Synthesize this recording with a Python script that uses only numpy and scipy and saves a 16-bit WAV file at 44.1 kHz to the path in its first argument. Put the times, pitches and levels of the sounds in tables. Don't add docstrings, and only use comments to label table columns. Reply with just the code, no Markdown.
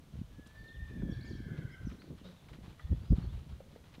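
import sys
import numpy as np
from scipy import signal
from scipy.fft import rfft, irfft
from scipy.io import wavfile

SR = 44100
rng = np.random.default_rng(int(sys.argv[2]) if len(sys.argv) > 2 else 0)


def digitize_waveform(pressure):
    field = np.atleast_2d(pressure).T
    bounded = np.clip(field, -1, 1)
    quanta = np.round(bounded * 32767).astype(np.int16)
    wavfile.write(sys.argv[1], SR, quanta)


N = 176400
T = np.arange(N) / SR


def amp(db):
    return 10 ** (np.asarray(db) / 20)


def unit(x):
    return x / np.sqrt(np.mean(x ** 2) + 1e-20)


def curve(rows, axis=1):
    rows = np.array(rows)
    return np.interp(T, rows[:, 0], rows[:, axis])


def add(mix, s, sound):
    part = mix[max(0, round(s * SR)):][:len(sound)]
    part += sound[:len(part)]


def colour(x, points):
    f, db = np.transpose(points)
    log_hz = np.log(np.fft.rfftfreq(N, 1 / SR) + 1)
    gain = amp(np.interp(log_hz, np.log(f), db))
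    return unit(irfft(rfft(x) * gain, N))


def band(x, low_hz, high_hz):
    return signal.sosfilt(signal.butter(2, [low_hz, high_hz], "band", fs=SR, output="sos"), x)


def drift(hz):
    rolloff = 1 + (np.fft.rfftfreq(N, 1 / SR) / hz) ** 4
    return unit(irfft(rfft(rng.standard_normal(N)) / rolloff, N))


def fuzzy(hz, width):
    turn = 2 * np.pi * np.cumsum(hz) / SR
    return unit(drift(width / 2) * np.cos(turn) + drift(width / 2) * np.sin(turn))


def strand(hz, width):
    wobble, line_share = .03, .45
    line = unit(np.sin(2 * np.pi * np.cumsum(hz * (1 + wobble * drift(58.6))) / SR))
    return np.sqrt(line_share) * line + np.sqrt(1 - line_share) * fuzzy(hz, width)


def field(x):
    t, t60_s = T[:SR], .5
    tail = rng.standard_normal(SR) * amp(-60 * t / t60_s) * (t > .012)
    return signal.fftconvolve(x, tail / np.linalg.norm(tail))[:N]


def air():
    # frequency in Hz, relative level in dB.
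    air_spectrum = [(59, -5.5), (100, -6), (156, -1), (281, -16.5), (697, -17.5), (774, -22.5),
                    (1960, -26.5), (2630, -29.5), (3050, -25.5), (4190, -29.5), (4860, -32.5),
                    (6120, -31.5), (7730, -36.5), (8410, -35.5), (15500, -40.5)]
    air_db = -61.5
    return amp(air_db) * colour(rng.standard_normal(N), air_spectrum)


def wind():
    # time in seconds, rumble level in dB (mainly below 130 Hz), flap level in dB (mainly above).
    wind_levels = [(0, -55.5, -54.5), (0.08, -65.5, -63), (0.19, -39, -55.5), (0.27, -57.5, -73),
                   (0.36, -54, -59.5), (0.53, -62, -66), (0.6, -51.5, -56.5), (0.72, -58, -59),
                   (0.82, -41.5, -55), (0.86, -52, -61.5), (0.94, -48, -48.5), (1.03, -37.5, -38.5),
                   (1.085, -42, -35.5), (1.12, -40.5, -45.5), (1.2, -42, -46.5), (1.27, -52.5, -52.5),
                   (1.34, -41.5, -45), (1.44, -43.5, -49), (1.55, -55, -48.5), (1.63, -47.5, -45.5),
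                   (1.71, -52, -49), (1.78, -54, -62), (1.85, -38, -49.5), (1.93, -51, -51.5),
                   (2.04, -68, -52.5), (2.12, -46.5, -47), (2.2, -64.5, -64), (2.28, -56, -64),
                   (2.39, -72, -72), (2.47, -55.5, -60), (2.52, -52.5, -57.5), (2.69, -50, -55),
                   (2.75, -63, -55), (2.82, -62, -88), (2.92, -28, -40.5), (3.0, -43.5, -58),
                   (3.08, -45.5, -53.5), (3.125, -23.5, -31), (3.165, -36.5, -50), (3.2, -35.5, -41.5),
                   (3.3, -39, -58), (3.38, -38.5, -52), (3.45, -56, -58.5), (3.55, -45, -56.5),
                   (3.64, -63, -60.5), (3.92, -62, -61.5), (4.0, -52, -61)]
    # frequency in Hz, relative level in dB.
    rumble_spectrum = [(15, -46), (30, -28), (48, 1.5), (75, 1), (120, -4), (180, -14.5), (400, -60),
                       (1000, -112)]
    flap_spectrum = [(40, -16), (100, -8), (150, -1), (230, -6.5), (330, -12), (500, -21.5), (800, -39.5),
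                     (3000, -67)]
    # centre in seconds, frequency in Hz, level in dB of the sine before its envelope.
    buffets = [(.141, 137, -38), (.193, 170, -37), (0.217, 171, -28), (.397, 240, -40.5),
               (.467, 179, -43.5), (0.965, 218, -37), (1.001, 175, -32), (1.035, 167, -26.5),
               (1.099, 199, -24.5), (1.334, 170, -31.5), (1.354, 233, -36), (1.405, 217, -31.5),
               (1.467, 170, -32.5), (1.519, 149.3, -29), (1.654, 114, -28.5), (1.873, 187, -26.5),
               (2.854, 67, -31.5), (2.917, 135, -25), (2.929, 83, -18.5), (3.11, 116, -15),
               (3.123, 178, -16.5), (3.135, 63, -20.5), (3.185, 155, -23.5), (3.533, 55, -38)]
    rumble_trim_db, flap_trim_db = -1, -1
    gust_db, gust_hz = 5.5, 36.6
    eddy_cycles, eddy_reach = .3, 20

    rumble = colour(rng.standard_normal(N), rumble_spectrum)
    rumble *= amp(curve(wind_levels) + rumble_trim_db)
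    gusty = rng.standard_normal(N) * amp(gust_db * drift(gust_hz))
    flap = colour(gusty, flap_spectrum) * amp(curve(wind_levels, axis=2) + flap_trim_db)
    out = rumble + flap
    for s, hz, db in buffets:
        cycles = (T - s) * hz
        envelope = 1 / np.cosh(np.clip(cycles / eddy_cycles, -eddy_reach, eddy_reach))
        out += amp(db) * np.sin(2 * np.pi * cycles) * envelope
    return out


def hooves():
    # start in seconds, frequency in Hz, level in dB of the sine before onset and decay.
    thuds = [(.657, 460, -51.5), (1.022, 413, -39), (1.088, 540, -42.5), (2.042, 290, -43),
             (2.105, 483, -45.5), (2.132, 283, -39.5), (2.214, 240, -41.5), (2.587, 200, -38),
             (2.68, 150, -35.5), (3.375, 415, -46.5), (3.604, 534, -38), (3.76, 460, -40.5),
             (3.981, 240, -40.5)]
    # start in seconds, frequency in Hz, peak in dB, time of the burst to fall 60 dB in seconds.
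    clicks_and_scrapes = [(.466, 3800, -59, 0.055), (.471, 7940, -56.5, 0.028), (1.02, 1320, -51.5, 0.022),
                          (1.577, 2522, -49.5, .03), (1.915, 1710, -48.5, 0.025),
                          (2.0192, 1830, -47, 0.018), (2.486, 2110, -52, 0.022),
                          (2.532, 2150, -50.5, 0.043), (2.796, 1500, -50, 0.037), (3.175, 1140, -55, 0.28),
                          (3.225, 1300, -55.5, 0.2), (3.94, 2760, -51.5, 0.054), (3.951, 2870, -51, 0.036)]
    # start in seconds, time to fall to 1/e in seconds, level in dB before onset and fall.
    scuffs = [(0.458, 0.017, -61), (0.541, 0.058, -67), (1.556, 0.059, -64.5), (1.886, 0.076, -60.5),
              (2.177, 0.02, -62.5), (2.327, 0.028, -66), (2.484, 0.035, -59), (2.529, 0.031, -58.5),
              (2.622, 0.1, -60), (2.774, 0.21, -67), (2.944, 0.29, -70), (3.15, 0.13, -61),
              (3.322, 0.07, -65.5), (3.482, 0.063, -63.5), (3.742, 0.047, -65.5), (3.836, 0.047, -65),
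              (3.942, 0.022, -62.5)]
    # frequency in Hz, relative level in dB.
    grit_spectrum = [(150, 8.5), (500, 2.5), (1000, 5), (2000, -1), (2700, -1), (4000, -1.5), (5200, -11.5),
                     (8000, -19.5), (15000, -28.5)]
    thud_t60_s, crush_db = 0.03, -16
    grain_db, grain_hz = 2.5, 400
    trample_per_s, trample_db, step_decay_s = 110, -71, 0.023

    out, t = np.zeros(N), T[:SR // 4]
    for s, hz, db in thuds:
        crush = unit(band(rng.standard_normal(len(t)), hz / 2, hz * 2))
        body = np.sin(2 * np.pi * hz * t) + amp(crush_db) * crush
        onset = np.minimum(t / 0.0017, 1)
        add(out, s, amp(db - 60 * t / thud_t60_s) * onset * body)
    for s, hz, db, t60 in clicks_and_scrapes:
        burst = rng.standard_normal(len(t)) * amp(-60 * t / t60)
        contact = band(burst, hz * 0.63, hz * 1.22)
        add(out, s, amp(db) * contact / abs(contact).max())

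    push = np.zeros(N)
    for s, length, db in scuffs:
        u = T[:SR // 2] / length
        add(push, s, amp(db) * np.minimum(u / 0.12, 1) * np.exp(-u ** 2))
    taps = (rng.random(N) < trample_per_s / SR).astype(float)
    steps = signal.lfilter([1], [1, -np.exp(-1 / (step_decay_s * SR))], taps)
    grit = colour(rng.standard_normal(N) * amp(grain_db * drift(grain_hz)), grit_spectrum)
    return out + grit * np.hypot(push, amp(trample_db) * unit(steps))


def squeal():
    # time in seconds, pitch in Hz before jitter.
    pitch = [(.33, 1680), (.46, 1710), (.58, 1775), (.8, 1814), (.95, 1780), (1.12, 1737), (1.29, 1788),
             (1.4, 1730), (1.47, 1744), (1.52, 1706), (1.64, 1649), (1.69, 1569), (1.77, 1532),
             (1.84, 1588), (1.9, 1534), (2.05, 1551)]
    # time in seconds, level in dB, level of its octave in dB.
    clean = [(.3, -88, -105), (.37, -73, -99), (.44, -66.5, -97), (.54, -69, -90), (.58, -58, -78.5),
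             (.8, -57, -73), (.95, -60, -77), (1.06, -68, -86), (1.15, -65, -90), (1.23, -67.5, -88),
             (1.29, -57.5, -82), (1.35, -68, -92), (1.48, -70, -94), (1.52, -62.5, -88), (1.56, -72, -94),
             (1.71, -71, -92), (1.76, -66.5, -87), (1.83, -68, -89), (1.86, -78, -94), (2.05, -83, -99)]
    # centre in seconds, depth from 0 to 1.
    catches = [(.475, .5), (.53, .6), (.635, .8), (.686, .35), (.734, 1), (.782, .95), (.846, .7),
               (.872, .6), (.904, .9), (.945, .35), (.995, .7)]
    # time in seconds, centre in Hz, level in dB.
    hoarse = [(.4, 1712, -94), (.8, 1833, -70.5), (.97, 1731, -67.5), (1.05, 1697, -71),
              (1.11, 1675, -61.5), (1.3, 1656, -69), (1.47, 1607, -63.5), (1.62, 1584, -63),
              (1.78, 1541, -65), (1.86, 1515, -70), (2.1, 1470, -88)]
    # time in seconds, level in dB.
    lower = [(.9, -100), (1.1, -89), (1.45, -72), (1.7, -70), (1.88, -74), (2.05, -88)]
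    late = [(1.3, -99), (1.5, -73), (1.75, -66.5), (1.899, -83)]
    upper = [(.72, -85), (.88, -75), (1.03, -75), (1.2, -71), (1.33, -74), (1.47, -74), (1.65, -79),
             (2.05, -87)]
    octave = [(.6, -94), (.8, -85), (1.02, -74), (1.12, -68), (1.22, -73), (1.5, -74.5), (1.75, -75.5),
              (2.0, -92)]
    jitter, jitter_hz = 0.004, 52.7
    catch_s = .011
    flutter_db, flutter_hz = 1.2, 50
    rasp_db, rasp_hz = 2, 70
    break_db, break_hz = 3.5, 22
    hoarse_width_hz, side_width_hz = 250, 380

    turn = 2 * np.pi * np.cumsum(curve(pitch) * (1 + jitter * drift(jitter_hz))) / SR
    catch = sum(depth * np.exp(-((T - s) / catch_s) ** 2) for s, depth in catches)
    flutter = (1 - catch) * amp(flutter_db * drift(flutter_hz) + 0.5)
    partials = np.sin(turn) * amp(curve(clean)) + np.sin(2 * turn) * amp(curve(clean, axis=2))
    tone = np.sqrt(2) * flutter * partials

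    hz = curve(hoarse)
    roughness = unit(amp(rasp_db * drift(rasp_hz)))
    rasp = strand(hz, hoarse_width_hz) * amp(curve(hoarse, axis=2)) * roughness
    for ratio, levels in (.92, lower), (1.3, late), (1.36, upper), (2, octave):
        broken = unit(amp(break_db * drift(break_hz)))
        rasp = rasp + strand(hz * ratio, side_width_hz) * broken * amp(curve(levels))
    sounding = np.clip(np.minimum(T - clean[0][0], hoarse[-1][0] - T) / 0.014, 0, 1)
    return (tone + rasp) * sounding


def birds():
    # start in seconds, length in seconds, start, middle and end pitch in Hz, rms level in dB.
    chirps = [(0.573, 0.047, 4620, 4500, 3680, -75.5), (0.674, 0.026, 4450, 3750, 3150, -66),
              (0.733, .045, 3400, 3260, 2630, -71), (1.107, 0.021, 5860, 5500, 5850, -71),
              (1.124, 0.027, 4650, 4400, 3450, -67.5), (1.207, 0.011, 3700, 4200, 4650, -62.5),
              (1.225, 0.014, 4150, 4450, 4680, -66), (1.239, 0.033, 4700, 5150, 4800, -74),
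              (1.25, 0.049, 7000, 6630, 5870, -76), (1.269, 0.021, 4570, 4740, 3780, -66),
              (1.291, 0.016, 5550, 5480, 4650, -70), (1.309, 0.027, 4700, 4400, 3630, -66),
              (1.345, 0.046, 5340, 5500, 4600, -76), (1.348, .027, 4570, 4350, 3600, -72),
              (1.708, 0.032, 4790, 5120, 5240, -75), (1.851, 0.045, 6140, 5750, 4900, -72),
              (1.987, .042, 3930, 4180, 4900, -69.5), (2.187, 0.044, 3580, 3000, 2640, -75),
              (2.239, 0.043, 3550, 3780, 3830, -68), (2.365, 0.052, 4040, 3620, 3300, -77),
              (2.632, 0.032, 2820, 3080, 3240, -80), (2.797, 0.06, 3250, 3420, 3580, -75),
              (2.801, .125, 1752, 1826, 1898, -74.5), (2.923, 0.046, 3300, 3400, 3650, -77),
              (2.997, 0.11, 4250, 4820, 5110, -79.5), (3.088, 0.044, 4960, 5020, 5030, -76),
              (3.219, 0.04, 4230, 4350, 3820, -71), (3.269, 0.068, 3090, 3530, 4000, -74)]
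    warble_depth, warble_hz = .015, 170
    echo_db = -3

    out, warble = np.zeros(N), 1 + warble_depth * drift(warble_hz)
    for s, length, a, b, c, db in chirps:
        u = np.linspace(0, 1, int(length * SR))
        glide = np.polyval(np.polyfit([0, .5, 1], [a, b, c], 2), u)
        hz = glide * warble[round(s * SR):][:len(u)]
        swell = np.sqrt(u * (1 - u))
        add(out, s, amp(db) * unit(swell * np.sin(2 * np.pi * np.cumsum(hz) / SR)))
    return out + amp(echo_db) * field(out)


def snort():
    # frequency in Hz, relative level in dB.
    nostril = [(80, -18), (170, 4.5), (280, -12), (550, -6.5), (800, -23), (1300, -19), (2500, -26.5),
               (4000, -22), (6000, -35), (14000, -53)]
    start_s, length_s = 2.241, 0.087
    flap_hz, level_db = 89.6, -52

    puffs = np.exp(-((T * flap_hz) % 1) / 0.19)
    flow = (puffs + 0.62) * rng.standard_normal(N) + 0.5 * (puffs - puffs.mean())
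    u = np.maximum(T - start_s, 0) / length_s
    envelope = np.minimum(u / 0.066, 1) * np.exp(-u ** 4)
    return amp(level_db) * colour(flow, nostril) * envelope


def clink():
    # frequency in Hz, level in dB at the strike.
    modes = [(1220, -56), (1950, -52), (3400, -70)]
    start_s, t60_s = 2.795, 0.065
    out, t = np.zeros(N), T[:SR // 4]
    ring = sum(amp(db - 60 * t / t60_s) * np.sin(2 * np.pi * hz * t) for hz, db in modes)
    add(out, start_s, ring)
    return out


def scene():
    weather = air() + wind()
    horses = hooves() + squeal() + snort() + clink()
    scatter_db = -11.0
    return (weather + horses + amp(scatter_db) * field(horses) + birds())[None]


def record(dry):
    whine_hz, whine_db = 1017.65, -93
    edge_hz = 15750
    whine = sum(np.sin(2 * np.pi * k * whine_hz * T) for k in range(4, 15))
    low_pass = signal.firwin(511, edge_hz, window=("kaiser", 9), fs=SR)
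    return signal.oaconvolve(dry + amp(whine_db) * whine, low_pass[None], "same")


dry = scene()
out = record(dry)
digitize_waveform(out)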